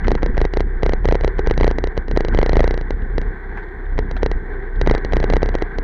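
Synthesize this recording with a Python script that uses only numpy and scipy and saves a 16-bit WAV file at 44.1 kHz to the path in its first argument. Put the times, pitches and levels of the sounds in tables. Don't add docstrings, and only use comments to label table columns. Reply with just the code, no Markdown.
import sys
import numpy as np
from scipy import signal
from scipy.fft import rfft, irfft, next_fast_len
from scipy.io import wavfile
from scipy.ndimage import map_coordinates

SR = 44100
rng = np.random.default_rng(int(sys.argv[2]) if len(sys.argv) > 2 else 0)


def gain_from_db(level_db):
    decades = np.asarray(level_db, float) / 20
    return 10 ** decades


def inscribe(sig):
    pcm = np.round(np.clip(np.atleast_2d(sig).T, -1, 1) * 32767)
    wavfile.write(sys.argv[1], SR, pcm.astype(np.int16))


N = 257103
RATTLE_HZ = 29

# t/s, depth/dB
NEAR_MISSES = [(0.051, -9.0), (0.198, -16.0), (0.292, -13.0), (0.341, -12.0), (0.662, -15.0),
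               (0.757, -17.0), (0.796, -17.0), (0.975, -16.0), (1.024, -12.0), (1.358, -15.0),
               (1.428, -15.0), (1.54, -14.0), (1.751, -14.0), (2.141, -10.0), (2.318, -11.0),
               (2.936, -14.0), (3.024, -14.0), (3.094, -16.0), (3.147, -14.0), (3.27, -13.0),
               (3.916, -14.0), (3.955, -11.0), (4.018, -16.0), (4.149, -16.0), (4.353, -13.0),
               (4.755, -15.0), (4.783, -12.0), (4.839, -12.0), (5.101, -13.0), (5.519, -13.0)]


def unit(x):
    return x / np.sqrt(np.mean(x ** 2) + 1e-20)


def along(points, hz):
    f, v = np.transpose(points)
    return np.interp(np.log(hz + 1), np.log(f + 1), v)


def curves(rows):
    s, *cols = np.transpose(rows)
    return [np.interp(np.arange(N) / SR, s, c) for c in cols]


def wobble(rate):
    knots = rng.standard_normal(int(N * rate / SR) + 4)
    return map_coordinates(knots, [np.arange(N) * rate / SR])


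def filtered(x, response):
    m = 2 * next_fast_len(N // 2 + SR // 4)
    return irfft(rfft(x, m) * response(np.fft.rfftfreq(m, 1 / SR)), m)[:N]


def knocks():
    # first knock/s, last knock/s, first level/dB, last level/dB, reach to the far stop/dB
    rattles = [(.0823, .1526, -4, -7.5, 0), (.231, .2619, -6, -10, 0), (.379, .452, -8, -7.5, 2),
               (.5373, .606, -10.5, -6, -2), (.8325, .8941, -5.5, -7.5, -4), (1.0552, 1.0875, -6, -5, 0),
               (1.1244, 1.1539, -4, -5.5, 3), (1.2466, 1.2781, -4, -9, -1), (1.4726, 1.5111, -6, -4, 0),
               (1.6105, 1.7125, -5, -8, 2), (2.083, 2.1132, -20, -13, 0), (2.174, 2.2071, -2.5, -8, -3),
               (2.2491, 2.2846, -11, -13.5, -3), (2.3479, 2.43, -8, -2.5, 1),
               (2.4624, 2.4944, -7.5, -6.5, -9), (2.5323, 2.6424, -6.5, -4.5, 1),
               (2.6775, 2.7415, -6.5, -14, -5), (2.7771, 2.8124, -14, -17, 0),
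               (3.1816, 3.2157, -8, -21, -8), (4.2313, 4.2622, -5.5, -7, -7), (4.874, 4.9501, -3, -4, -1),
               (5.1345, 5.2018, -4, -10, 1), (5.3364, 5.367, -3.5, -5.5, 3), (5.46, 5.4898, -14, -11, 0)]
    # t/s, level/dB, reach to the far stop/dB
    singles = [(.9351, -6, 3), (1.2102, -14.5, 0), (1.3929, -8, 4), (1.5778, -8.5, -6), (1.7852, -8.5, -6),
               (1.8405, -7, -9), (1.873, -14, 0), (1.9771, -8.5, 4), (2.9072, -10, -3), (3.9902, -6, 5),
               (4.1129, -15.5, 0), (4.3154, -11, -3), (4.8144, -6, -9), (4.9798, -16.5, 0),
               (5.0488, -11.5, -5), (5.2418, -5.5, 3), (5.3011, -7.5, -8), (5.4306, -4, -3),
               (5.5525, -5.5, 0), (5.586, -28, 0), (5.6229, -7, -2), (5.7857, -11.5, 0)]
    arch_db_per_s = 30
    rows = list(singles)
    for first, last, first_db, last_db, reach_db in rattles:
        length = last - first
        u = np.linspace(0, 1, round(length * RATTLE_HZ) + 1)
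        arch_db = arch_db_per_s * length * np.sin(np.pi * u)
        level_db = first_db + (last_db - first_db) * u + arch_db
        rows += zip(first + length * u, level_db, reach_db + 0 * u)
    return np.transpose(sorted(rows))


def effort():
    # t/s, level/dB, swing rate f/Hz
    sway = [(0, -24, 29), (.19, -26, 28), (.5, -26, 30), (.73, -24, 30.5), (1.3, -25, 31.5),
            (1.74, -25, 29), (2.01, -30, 32.5), (2.13, -23, 32.5), (2.3, -23, 29), (2.86, -21, 31),
            (3.3, -24, 30.5), (3.36, -32, 31.7), (3.5, -25, 31.6), (3.72, -33, 32), (3.85, -24, 33),
            (4.42, -24, 30), (4.6, -29, 30), (5.83, -25, 30.5)]
    spent_db = -14
    surge_late_s, surge_width_s = .008, .014
    calm_db, hz = curves(sway)
    s, db, reach_db = knocks()
    miss_s, miss_db = np.transpose(NEAR_MISSES)

    goes_on = np.diff(s, append=N) < 1.3 / RATTLE_HZ
    next_db = np.where(goes_on, np.maximum(np.roll(db + reach_db, -1), spent_db), spent_db)
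    surge = np.zeros(N)
    surge[np.round(s * SR).astype(int)] = gain_from_db(2 * (-8.6 + .4 * db + .45 * next_db))
    surge[np.round(miss_s * SR).astype(int)] = gain_from_db(2 * (miss_db - 4))
    t = np.arange(-SR // 10, SR // 10) / SR
    bell = np.exp(-((t - surge_late_s) / surge_width_s) ** 2 / 2)
    surge = signal.fftconvolve(surge, bell, "same")
    calm = gain_from_db(2 * calm_db + 4.5 * wobble(9))
    return 10 * np.log10(calm + np.abs(surge)), hz


def mount():
    # f/Hz, level/dB
    frame_roar = [(15, -17.5), (40, -2), (62, 1), (90, -10), (170, -9.5), (300, -15), (520, -21.5),
                  (640, -73.5)]
    rebound_s = 0.0201
    level_db, hz = effort()
    turns = np.cumsum(hz) / SR

    contacts_s = np.r_[knocks()[0], np.transpose(NEAR_MISSES)[0]]
    contact = np.round(np.sort(contacts_s) * SR).astype(int)
    whole = np.cumsum(np.maximum(1, np.round(np.diff(turns[contact], prepend=0))))
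    rebound = contact + round(rebound_s * SR)
    free = turns[np.ravel([contact, rebound], "F")]
    tied = np.ravel([whole, whole + 0.62], "F")
    turns += np.interp(turns, free, tied - free)

    angle = 2 * np.pi * (turns - .36)
    size = np.sqrt(2) * gain_from_db(level_db + 1.2 * wobble(24))
    second = (0.14 + 0.92 * size) * np.cos(2 * angle - .45)
    shape = np.cos(angle) + second - 0.063 * np.cos(3 * angle - .4)
    swing = -.45 * np.tanh(1.03 * size * shape / 0.48)
    roar = unit(filtered(rng.standard_normal(N), lambda f: gain_from_db(along(frame_roar, f))))
    roar_db = 0.66 * level_db - 18.3 + 2.5 * wobble(14) + 3.6 * np.cos(angle + 0.89)
    return swing + gain_from_db(roar_db) * roar


def resonances(modes):
    def response(f):
        total = 0
        for k, (centre, width, db) in enumerate(modes):
            damping = 1j * f * width
            total = total + (-1) ** k * gain_from_db(db) * damping / (centre * centre - f * f + damping)
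        return total
    return response


def grit(rate, spread_db):
    yields = rng.random(N) < rate / SR
    clicks = yields * gain_from_db(spread_db * rng.standard_normal(N)) * rng.choice([-1, 1], N)
    return unit(0.71 * unit(clicks) + rng.standard_normal(N))


def tyres():
    # t/s, level/dB
    load = [(0.0, -38), (0.13, -41), (0.28, -40), (0.68, -41), (1.66, -38), (1.85, -41), (2.14, -41),
            (2.53, -36), (2.73, -40), (2.84, -41), (4.55, -40), (4.93, -37), (5.83, -38)]
    # f/Hz, width/Hz, level/dB
    tube_modes = [(759, 103, -7.5), (1003, 290, -7), (1555, 112, 0.5), (1875, 240, -3)]
    # f/Hz, width/Hz, level/dB
    rim_modes = [(370, 81, 3), (436.6, 89, 2.5)]
    # f/Hz, level/dB
    muffling = [(300, -17), (650, 7), (800, -5.5), (2250, -6), (2600, -23), (3100, -19.5), (3450, -10.5),
                (3650, -17.5), (4200, -17), (4700, -29), (7000, -47), (9000, -80)]
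    crunch_db, = curves(load)
    mean_db = crunch_db.mean()
    drum_db = mean_db + 4 + .8 * (crunch_db - mean_db) + .8 * wobble(5)

    def through_case(f):
        return (resonances(tube_modes)(f) + 0.041) * gain_from_db(along(muffling, f))

    def through_rims(f):
        return resonances(rim_modes)(f) / (1 + (f / 600) ** 4)

    crunch = unit(filtered(grit(900, spread_db=3.5), through_case))
    drum = unit(filtered(grit(300, spread_db=-0.5), through_rims))
    jolts = wobble(16)
    crunch_db = crunch_db + 1.1 + 1.1 * jolts + 1.3 * wobble(70)
    return gain_from_db(crunch_db) * crunch + gain_from_db(drum_db - 2.5 + 1.2 * jolts) * drum


def stones():
    # t/s, level/dB, ring f/Hz, t60/s
    flung = [(0.043, -26, 1750, 0.055), (0.043, -26, 1400, 0.042), (.176, -29, 1570, 0.085),
             (0.177, -33, 1000, .04), (.343, -34, 1530, .05), (1.538, -41, 3900, .012),
             (1.538, -30, 1900, .012), (4.165, -28, 650, .025), (2.933, -51, 3900, 0.013),
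             (3.276, -60, 3000, 0.014), (3.637, -51, 3600, 0.017), (4.175, -44, 3600, 0.022),
             (2.323, -26.5, 1500, 0.071), (3.02, -44.5, 3120, 0.014), (3.572, -25.5, 1600, 0.16),
             (3.574, -50, 3120, 0.012), (3.571, -28, 930, 0.039), (3.63, -51, 3600, 0.011),
             (3.686, -55, 3760, 0.014), (3.858, -53, 3230, 0.033), (4.166, -37, 3430, 0.026),
             (4.165, -28, 1600, .04), (4.758, -50, 3540, 0.016)]
    out, t = np.zeros(N + SR), np.arange(SR // 5) / SR
    for s, db, hz, t60 in flung:
        band = signal.butter(2, [hz * .87, hz * 1.15], "band", fs=SR, output="sos")
        burst = rng.standard_normal(len(t)) * gain_from_db(-60 * t / t60)
        ring = signal.sosfilt(band, burst)
        out[round(s * SR):][:len(t)] += gain_from_db(db + 3) * ring / np.abs(ring).max()
    return out[:N]


def strike(times, blow_db, modes, attack, scatter_db, detune, bounce):
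    out, t = np.zeros(N + SR), np.arange(SR // 10) / SR
    hz, db, t60 = np.transpose(modes)[:, :, None]
    onset = 1 - np.exp(-t / attack)
    luck = rng.standard_normal((len(times), 2, 2, len(modes) + 1, 1))
    for s, level, contacts in zip(times, blow_db, luck):
        for again, (size, pitch) in enumerate(contacts):
            decay = gain_from_db(db + (1 + again) * scatter_db * size[1:] - 60 * t / t60)
            ring = decay * np.sin(2 * np.pi * hz * (1 + detune * pitch[1:]) * t)
            start = s + again * bounce[0] * np.exp(.3 * pitch[0, 0])
            gain = gain_from_db(level + again * (bounce[1] + 2.9 * size[0, 0]))
            out[round(start * SR):][:len(t)] += gain * ring.sum(axis=0) * onset
    return out[:N]


def case():
    # f/Hz, level/dB, t60/s
    thud_modes = [(128.4, -12, 0.017), (432, 1.5, 0.012), (704, -8, 0.0065), (1240, -19.5, .008)]
    # f/Hz, level/dB, t60/s
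    crack_modes = [(1930, 9, 0.011), (2846, 1, 0.0085), (3180, 0.5, 0.0069), (3985, 2, 0.0096),
                   (4570, -2, 0.0086), (5420, -0.5, 0.0045), (6200, -8.5, 0.0032), (7370, -21, 0.0068),
                   (8400, -36, .006), (12500, -32.5, .005)]
    # f/Hz, level/dB, t60/s
    tick_modes = [(247, 12, 0.011), (614, 14, 0.014), (890, 9, 0.008), (1950, 13, 0.0054),
                  (2950, 1.5, 0.0062), (3850, -7.5, 0.0069), (5230, -18, 0.0048), (6900, -17.5, .006),
                  (8600, -36, .006), (10600, -27.5, .005), (12200, -27.5, .005)]
    s, thud_db, reach_db = knocks()
    luck = rng.standard_normal((len(s), 3)).T

    crack_db = -23.6 + .72 * thud_db - .25 * reach_db + .6 * luck[0]
    steady = dict(scatter_db=1.1, detune=.02, bounce=(.002, -16))
    thud = strike(s - .0003, thud_db + 2.2, thud_modes, attack=0.00019, **steady)
    crack = strike(s - .0005, crack_db + 2.5, crack_modes, attack=0.00016, **steady)

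    tick_db = -23.8 + 2.2 * thud_db + reach_db + .6 * luck[1]
    slower_s = np.diff(s, prepend=0) - 1 / RATTLE_HZ
    slower_s[slower_s > .01] = 0
    lead_s = .0116 + .00035 * (tick_db + 30) + .45 * slower_s + .0006 * luck[2]
    tick_s = s - np.clip(lead_s, .004, .015)
    tick_db = np.where(tick_db > -44, tick_db, -120)
    loose = dict(scatter_db=1.2, detune=.025, bounce=(.0011, -5))
    tick = strike(tick_s, tick_db + 3.0, tick_modes, attack=0.00017, **loose)
    return crack - thud + tick


def causal(spectrum):
    def response(f):
        cepstrum = irfft(np.log(gain_from_db(along(spectrum, f))))
        cepstrum[1:len(f) - 1] *= 2
        cepstrum[len(f):] = 0
        return np.exp(rfft(cepstrum))
    return response


def scene():
    return (mount() + case() + tyres() + stones())[None]


def top_cut(x):
    return signal.sosfilt(signal.butter(12, 16100, fs=SR, output="sos"), x)


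def record(dry):
    # f/Hz, level/dB
    port_gain = [(6500, 0), (6900, -13), (7350, -4), (7950, -26.5), (8500, -3), (10300, -4.5),
                 (13000, -11.5), (16000, -37.5)]
    # f/Hz, level/dB
    hiss_colour = [(3000, -28.5), (6000, 1), (11000, -5), (15500, -1.5)]
    heard = filtered(dry[0], causal(port_gain))
    heard = heard / (1 + np.abs(heard / .95) ** 5) ** (1 / 5)
    hiss = unit(filtered(rng.standard_normal(N), lambda f: gain_from_db(along(hiss_colour, f)) * (f < 16000)))
    mix = (heard + gain_from_db(-81.5) * hiss)[None]
    return top_cut(mix)


dry = scene()
out = record(dry)
inscribe(out)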